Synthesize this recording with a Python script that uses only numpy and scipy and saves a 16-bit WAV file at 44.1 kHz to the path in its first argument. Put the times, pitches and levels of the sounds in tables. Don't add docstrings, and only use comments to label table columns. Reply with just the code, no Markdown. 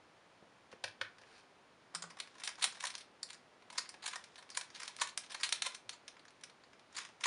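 import sys
import numpy as np
from scipy import signal
from scipy.fft import rfft, irfft
from scipy.io import wavfile
from scipy.ndimage import uniform_filter1d

SR = 44100
rng = np.random.default_rng(int(sys.argv[2]) if len(sys.argv) > 2 else 0)


def convert_level_to_amplitude(level_db):
    exponent = np.asarray(level_db, float) / 20
    return 10 ** exponent


def to_wav(s):
    ch = np.atleast_2d(s).T
    pcm = np.round(np.clip(ch, -1, 1) * 32767)
    wavfile.write(sys.argv[1], SR, pcm.astype(np.int16))


N = 320166

# pitch_hz, level_db (per Hz)
AIR_SPECTRUM = [(25, -25), (50, -12), (100, -5), (200, 0), (400, 0), (630, .5), (1000, -1), (2000, -6),
                (3200, -10.5), (5000, -15), (6300, -19), (8000, -22), (11000, -30)]
AIR_DB = -66.5

# start_s, peak_db, low_db (re peak), bright_db (re peak), desk_thump_db
SET_DOWNS = [(0.4266, -63, 35, -26, -72), (0.716, -59.5, -14, -8, -83), (0.727, -51.5, 4.5, -21, -61.5),
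             (0.8398, -35.5, -6, -8, -56), (0.8787, -51.5, -18, -6, -59), (1.0132, -32.5, -11, -22, -54.5),
             (1.0508, -51.5, -20, -33, -64), (1.1837, -57, -1, -10, -70), (1.2151, -59, -1, -8, -85),
             (1.2346, -59, -10, -19, -80), (1.3794, -67, -9, 16, -84), (3.9409, -51.5, 1.5, -11, -88),
             (5.862, -79.5, 2, -20, -62)]
# pitch_hz, width_hz, level_db
CASE_MODES = [(347, 230, -31), (510, 43, -1.5), (790, 430, -3.5), (1180, 1350, -4.5), (1623, 210, 3),
              (1890, 240, -3.5), (2300, 390, -2), (2790, 470, -2), (3110, 520, -2.5), (4800, 2000, -7),
              (6000, 1100, -19), (6100, 450, -21), (10250, 1400, -22)]
# pitch_hz, width_hz, level_db
DESK_MODES = [(105, 24, 0)]
# start_s, peak_db
WRIST_BUMPS = [
    (0.424, -53.5),
    (.735, -50),
    (2.673, -53.5),
    (3.946, -64),
    (5.857, -64),
    (5.903, -64),
]
# pitch_hz, width_hz, level_db
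WRIST_MODES = [(171, 92, 1.5), (326, 130, -2), (477, 92, 5.5)]
# start_s, level_db
PALM_DRAG = [
    (1.15, -74),
    (1.176, -83),
    (1.182, -84),
    (1.246, -75),
    (1.252, -68),
    (1.39, -61.5),
    (1.5, -89),
]
# start_s, peak_db, low_db (re peak), bright_db (re peak), desk_thump_db
KEY_BLOWS = [
    (1.942, -53, 7, -11, -76),
    (1.9493, -35.5, -14, -3, -52.5),
    (1.989, -72, -17, 2, -66),
    (2.0224, -42, -11, 0, -51),
    (2.0385, -47, -5.5, -14, -69),
]
# pitch_hz, width_hz, level_db
KEY_MODES = [(414, 400, -2), (720, 730, -2), (1220, 200, 2.5), (1450, 145, 2.5), (1980, 640, -5.5),
             (2560, 260, -6.5), (3300, 890, -10), (5160, 630, -1.5), (5700, 1870, -7.5), (7300, 1400, -5),
             (8560, 1800, -9)]
# pitch_hz, width_hz, level_db
KEY_DESK_MODES = [(170.6, 14, 0)]
SET_DOWN_DYING_MS, KEY_DYING_MS = 8, 7.5
DULL_DAMPING = .2

# pitch_hz, width_hz, level_db
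SHELL_MODES = [(505, 120, -3.5), (967, 135, 4.5), (1130, 210, -6.5), (1783, 136, 9), (1946, 1250, 7.5),
               (2343, 1000, 1.5), (4082, 2400, -6.5), (4364, 1630, 9.5), (4676, 1066, 11.5),
               (5030, 2230, 4), (6730, 940, 5.5), (7520, 2300, 1), (9350, 300, -6.5), (9430, 780, -6.5),
               (10200, 3900, -12)]
# start_s, peak_db, hollow_knock_db (re peak)
RATTLES = [(2.1053, -53, 2), (2.1904, -53.5, 2), (2.401, -52.5, -7), (2.5862, -50, 7), (2.5965, -53.5, -10),
           (2.6145, -48, -6), (2.725, -54.5, -8), (2.7533, -55, -3), (3.009, -52, -16.5),
           (3.7293, -50.5, 0), (3.759, -53, 9), (4.029, -50.5, -8), (4.114, -53, -5), (4.383, -52.5, 0.5),
           (4.5152, -55.5, -3), (4.7617, -50, -4), (4.821, -48, -5), (4.8542, -56, -13), (4.896, -54, 11),
           (4.989, -51, -4), (5.0916, -50.5, -27), (5.2402, -55, -8), (5.3018, -54.5, -3),
           (5.3075, -49.5, -9), (5.4022, -50, -2), (5.9327, -52.5, -9), (6.9535, -52, -1), (7.018, -51, 3),
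           (7.0533, -53.5, -8), (7.2113, -49, -2)]
# start_s, peak_db, hollow_knock_db (re peak)
LOOSE_TICKS = [(2.1705, -53, 5), (2.274, -55, 0), (2.3536, -57, 5), (2.383, -56, -6), (2.418, -51.5, 5),
               (2.555, -56, -18), (2.771, -53, 10), (2.941, -50, -5.5), (3.289, -57, -16),
               (3.331, -52, -26), (3.345, -56.5, -20.5), (3.6233, -61, 2), (3.858, -54, -9),
               (4.2408, -52, -26), (4.358, -52.5, -3), (4.4257, -55.5, -8), (4.492, -58, -7),
               (4.703, -55.5, -13), (5.263, -56.5, -31), (6.0805, -46, -31), (6.168, -56.5, 0),
               (6.194, -58.5, -20), (6.2527, -56, -6), (6.282, -58, -12), (6.437, -45.5, -29),
               (6.4977, -58, -8.5), (6.6375, -59, -3), (6.7326, -58, -10), (6.7953, -61, -11),
               (7.095, -62, 4)]
# start_s, peak_db, hollow_knock_db
# (re peak), dying_ms
SNAPS = [(2.2018, -37.5, -8.5, 2.8), (2.4375, -39.5, -32, 3.4), (2.4756, -35, -1, 3.2),
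         (2.6419, -25.5, -61, 6.4), (2.8696, -38.5, -34, 5.9), (2.9528, -39.5, -23, 2.3),
         (2.98, -49, -25, 5.8), (3.2315, -36.5, -26, 2.4), (3.702, -49, 5.5, 5.4), (3.892, -45.5, -17, 5.3),
         (4.0403, -46.5, 5, 19), (4.1578, -40, 3, 4.2), (4.5028, -48, -22, 3.4), (4.6122, -42.5, -5, 3.5),
         (4.8326, -41.5, -4, 2.9), (4.8791, -41, -34, 4), (4.966, -47.5, -18, 0.89), (4.999, -45.5, -8, 62),
         (5.074, -45.5, -26, 2.2), (5.1762, -32.5, -34, 3.6), (5.4102, -46, -2, 6.8),
         (5.433, -29.5, -10, 12), (5.4919, -39, -30, 2.9), (5.5254, -27.5, -39, 3.1),
         (5.622, -30, -33, 3.1), (5.894, -38.5, -47, 3), (6.3066, -61.5, 4, 2.1), (6.4115, -62.5, -4, 4.4),
         (6.927, -63, -7, 4.3)]
# start_s, peak_db,
# hollow_knock_db (re peak), dying_ms
CLUNKS = [(2.449, -45, -31, 15), (2.4915, -43.5, -7, 2.6), (2.6273, -32.5, -62, 12),
          (2.8072, -42, -13, 3.7), (2.8273, -46, 2, 7.6), (2.841, -34.5, 5.5, 4.3), (2.8546, -37, -26, 3.3),
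          (2.904, -45.5, -14, 7.9), (3.3052, -45.5, -11, 2.7), (3.783, -31.5, -6, 5.3),
          (4.063, -36.5, -4, 4.4), (4.082, -40, -2, 4.4), (4.1338, -41.5, 5.5, 11.5),
          (4.5514, -46.5, -6, 6.3), (4.575, -31.5, -5, 2), (4.7499, -49, -13, 12), (4.8027, -45, -6, 5.1),
          (5.0172, -28.5, 2, 5.9), (5.3218, -47, 1, 4.9), (5.3492, -39, 2.5, 4.1), (5.457, -47, -37, 3.7),
          (5.4658, -46.5, -5, 13), (5.5584, -51, -25, 5.1), (5.6509, -43.5, 1, 23), (5.6659, -34, 3, 6.2),
          (5.7495, -44, -42, 4.7), (6.9695, -41.5, -10, 8.1), (6.987, -40, -4, 4.7),
          (7.242, -32.5, -11, 7.3), (7.2579, -29, 2.5, 3)]
SNAP_TICK_DB, SNAP_GATHER_MS = -6, 1
CLUNK_TICK_DB, CLUNK_GATHER_MS = -6, 3.38
RATTLE_TICK_DB, RATTLE_GATHER_MS, RATTLE_DYING_MS = -13, 3.7, 9.5
LOOSE_TICK_DB, LOOSE_GATHER_MS, LOOSE_DYING_MS = -22.5, .9, 4.9
# fastest_s, level_db, speed_up_s, stop_s
TURNS = [(2.12, -76, .1, .3), (2.509, -52, 0.4, 0.079), (2.65, -48, 0.059, 0.19),
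         (2.86, -50.5, 0.21, 0.085), (3.31, -59, 0.092, 0.081), (3.75, -49.5, 0.036, 0.27),
         (4.1, -56, 0.074, 0.45), (4.37, -68, 0.3, 0.099), (4.57, -57.5, .12, 0.12),
         (4.82, -48, 0.17, 0.21), (5.03, -50, 0.15, 0.046), (5.33, -49, 0.027, 0.18),
         (5.45, -49, 0.16, 0.13), (5.72, -49.5, 0.2, 0.064), (6.3, -74, 0.18, 0.43),
         (5.91, -69, .02, 0.076), (6.98, -40.5, 0.051, 0.12), (7.26, -38, 0.034, .1)]
TURN_RANGE_DB = 20
# pitch_hz, level_db
SCRAPE_TONE = [(900, 2.5), (2500, -0.5), (5000, 1), (10000, -6.5)]
GRIT_DB = -2

# pitch_hz, t60_s
ROOM_T60 = [(300, 0.19), (1500, 0.27), (5000, 0.22), (10000, 0.17)]
ROOM_DB, ROOM_GAP_S = -9.5, 0.0015
# pitch_hz, level_db
MIC_TONE = [(7300, 1.5), (8000, -4), (8700, 4.5), (10300, 3), (11300, -12)]
TOP_HZ = 11200


def level(x, db):
    return x * convert_level_to_amplitude(db) / np.sqrt(np.mean(x ** 2))


def colour(x, points):
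    hz, db = np.transpose(points)
    f = np.maximum(np.arange(len(x) // 2 + 1) * SR / len(x), 1)
    return irfft(rfft(x) * convert_level_to_amplitude(np.interp(np.log(f), np.log(hz), db)), len(x))


def highpass(x, hz):
    return signal.sosfilt(signal.butter(3, hz, "high", fs=SR, output="sos"), x)


def ring(modes, gain_db, detune, size):
    hz, width, db = np.transpose(modes)[:, :, None]
    t = np.arange(size) / SR
    sign = (-1.) ** np.arange(len(modes))[:, None]
    decay = np.exp(-np.pi * width * t)
    tone = np.sin(2 * np.pi * hz * detune * t)
    return np.sum(sign * width * convert_level_to_amplitude(db + gain_db) * decay * tone, axis=0)


def knocks(rows, modes, low_hz, high_hz, scatter_db, spread, knock_hz, lead=512, size=2560):
    out = np.zeros(N + 2 * size)
    ms = 1000 * (np.arange(size) - lead) / SR
    hz = np.array(modes)[:, :1]
    low = 1 / (1 + (hz / low_hz) ** 4)
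    high = 1 / (1 + (high_hz / hz) ** 4)
    for s, db, low_db, high_db, gather_ms, dying_ms in rows:
        uneven, detune = rng.standard_normal((2, len(modes), 1))
        gain_db = low_db * low + high_db * high + scatter_db * uneven
        body = ring(modes, gain_db, 1 + spread * detune, size=1024)
        gather = -(ms / max(1.3 * gather_ms, .1)) ** 2
        force = np.exp(np.where(ms < 0, gather, -ms / max(dying_ms, .5)))
        push = (rng.random(size) < knock_hz / SR) * rng.standard_normal(size)
        push[lead] = 1.9
        spectrum = rfft(push * force)
        push = irfft(spectrum / np.sqrt(uniform_filter1d(np.abs(spectrum) ** 2, size=24)), size)
        blow = signal.fftconvolve(body, push)
        peak = np.sqrt(uniform_filter1d(blow ** 2, size=128).max())
        i = int(s * SR) - lead
        out[i:i + len(blow)] += blow * convert_level_to_amplitude(db) / peak
    return out[:N]


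def thump(s, db, modes, swell_s):
    blows = np.zeros(N)
    blows[(s * SR).astype(int)] = convert_level_to_amplitude(db)
    swell = (1 - np.exp(-np.arange(8192) / SR / swell_s)) ** 2
    boom = swell * ring(modes, 0, 1, size=8192)
    return signal.fftconvolve(blows, boom / np.abs(boom).max())[:N]


def struck(rows, modes, desk, dying_ms, swell_s):
    sharp = [(s, db, low + 6, high + 6, .5, dying_ms * convert_level_to_amplitude(DULL_DAMPING * high))
             for s, db, low, high, _ in rows]
    part = knocks(sharp, modes, low_hz=1000, high_hz=3500, scatter_db=1.5, spread=.015, knock_hz=4000)
    rows = np.array(rows)
    boom = thump(rows[:, 0], rows[:, -1], desk, swell_s)
    return highpass(part, 330) + convert_level_to_amplitude(-6.5) * boom


def crackle(modes, grain_hz, scatter_db):
    grains = (rng.random(N) < grain_hz / SR) * rng.standard_normal(N)
    ticks = grains * convert_level_to_amplitude(scatter_db * rng.exponential(size=N))
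    return level(signal.fftconvolve(ticks, ring(modes, 0, 0.93, size=4096))[:N], 0)


def fan_and_air():
    return level(colour(rng.standard_normal(N), AIR_SPECTRUM), AIR_DB)


def wrist_bumps():
    return thump(*np.transpose(WRIST_BUMPS), WRIST_MODES, swell_s=0.0015)


def set_downs():
    return struck(SET_DOWNS, CASE_MODES, DESK_MODES, SET_DOWN_DYING_MS, swell_s=0.0064)


def palm_drag():
    s, db = np.transpose(PALM_DRAG)
    gain = convert_level_to_amplitude(np.interp(np.arange(N) / SR, s, db, left=-150, right=-150))
    return convert_level_to_amplitude(-3.5) * gain * crackle(CASE_MODES, grain_hz=4030, scatter_db=-1.0)


def key_tap():
    return struck(KEY_BLOWS, KEY_MODES, KEY_DESK_MODES, KEY_DYING_MS, swell_s=0.019)


def puzzle_clacks():
    rows = [(*r, RATTLE_TICK_DB, RATTLE_GATHER_MS, RATTLE_DYING_MS) for r in RATTLES]
    rows += [(*r, LOOSE_TICK_DB, LOOSE_GATHER_MS, LOOSE_DYING_MS) for r in LOOSE_TICKS]
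    rows += [(s, db, low, SNAP_TICK_DB, SNAP_GATHER_MS, ms) for s, db, low, ms in SNAPS]
    rows += [(s, db, low, CLUNK_TICK_DB, CLUNK_GATHER_MS, ms) for s, db, low, ms in CLUNKS]
    rows = np.array(rows) + [0, 0, 8, 6, 0, 0]
    return knocks(rows, SHELL_MODES, low_hz=1700, high_hz=6000, scatter_db=2, spread=.025, knock_hz=5000)


def turning():
    t = np.arange(N) / SR
    gain = np.zeros(N)
    for s, db, up, down in TURNS:
        away = np.maximum((s - t) / max(up, .01), (t - s) / max(down, .01))
        gain += convert_level_to_amplitude(db - TURN_RANGE_DB * away)
    return gain


def sliding_faces():
    slide = crackle(SHELL_MODES, grain_hz=4000, scatter_db=1.8)
    grit = crackle(SHELL_MODES, grain_hz=300, scatter_db=3.5)
    return convert_level_to_amplitude(-12.5) * turning() * colour(slide + convert_level_to_amplitude(GRIT_DB) * grit, SCRAPE_TONE)


def room(x):
    t, tail = np.arange(SR // 2) / SR, 0
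    hz, t60 = np.transpose(ROOM_T60)
    for f in 125 * 2. ** np.arange(7):
        octave = signal.butter(2, [f / 2 ** .5, f * 2 ** .5], "band", fs=SR, output="sos")
        fall = np.exp(-np.log(1000) * t / np.interp(np.log(f), np.log(hz), t60))
        tail = tail + fall * signal.sosfilt(octave, rng.standard_normal(len(t)))
    tail = tail * np.clip(t / ROOM_GAP_S - 1, 0, 1)
    return signal.fftconvolve(x, convert_level_to_amplitude(ROOM_DB) * tail / np.sqrt(np.sum(tail ** 2)))[:N]


def scene():
    laptop = wrist_bumps() + set_downs() + palm_drag() + key_tap()
    puzzle = highpass(puzzle_clacks() + sliding_faces(), 760)
    near = laptop + puzzle
    return (fan_and_air() + near + room(near))[None]


def band_limit(x):
    return signal.sosfilt(signal.butter(12, 11330, fs=SR, output="sos"), x)


def record(dry):
    heard = colour(np.pad(dry[0], (0, 4096)), MIC_TONE)[None, :N]
    top_cut = signal.ellip(8, .3, 45, TOP_HZ, fs=SR, output="sos")
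    return band_limit(signal.sosfilt(top_cut, heard))


dry = scene()
out = record(dry)
to_wav(out)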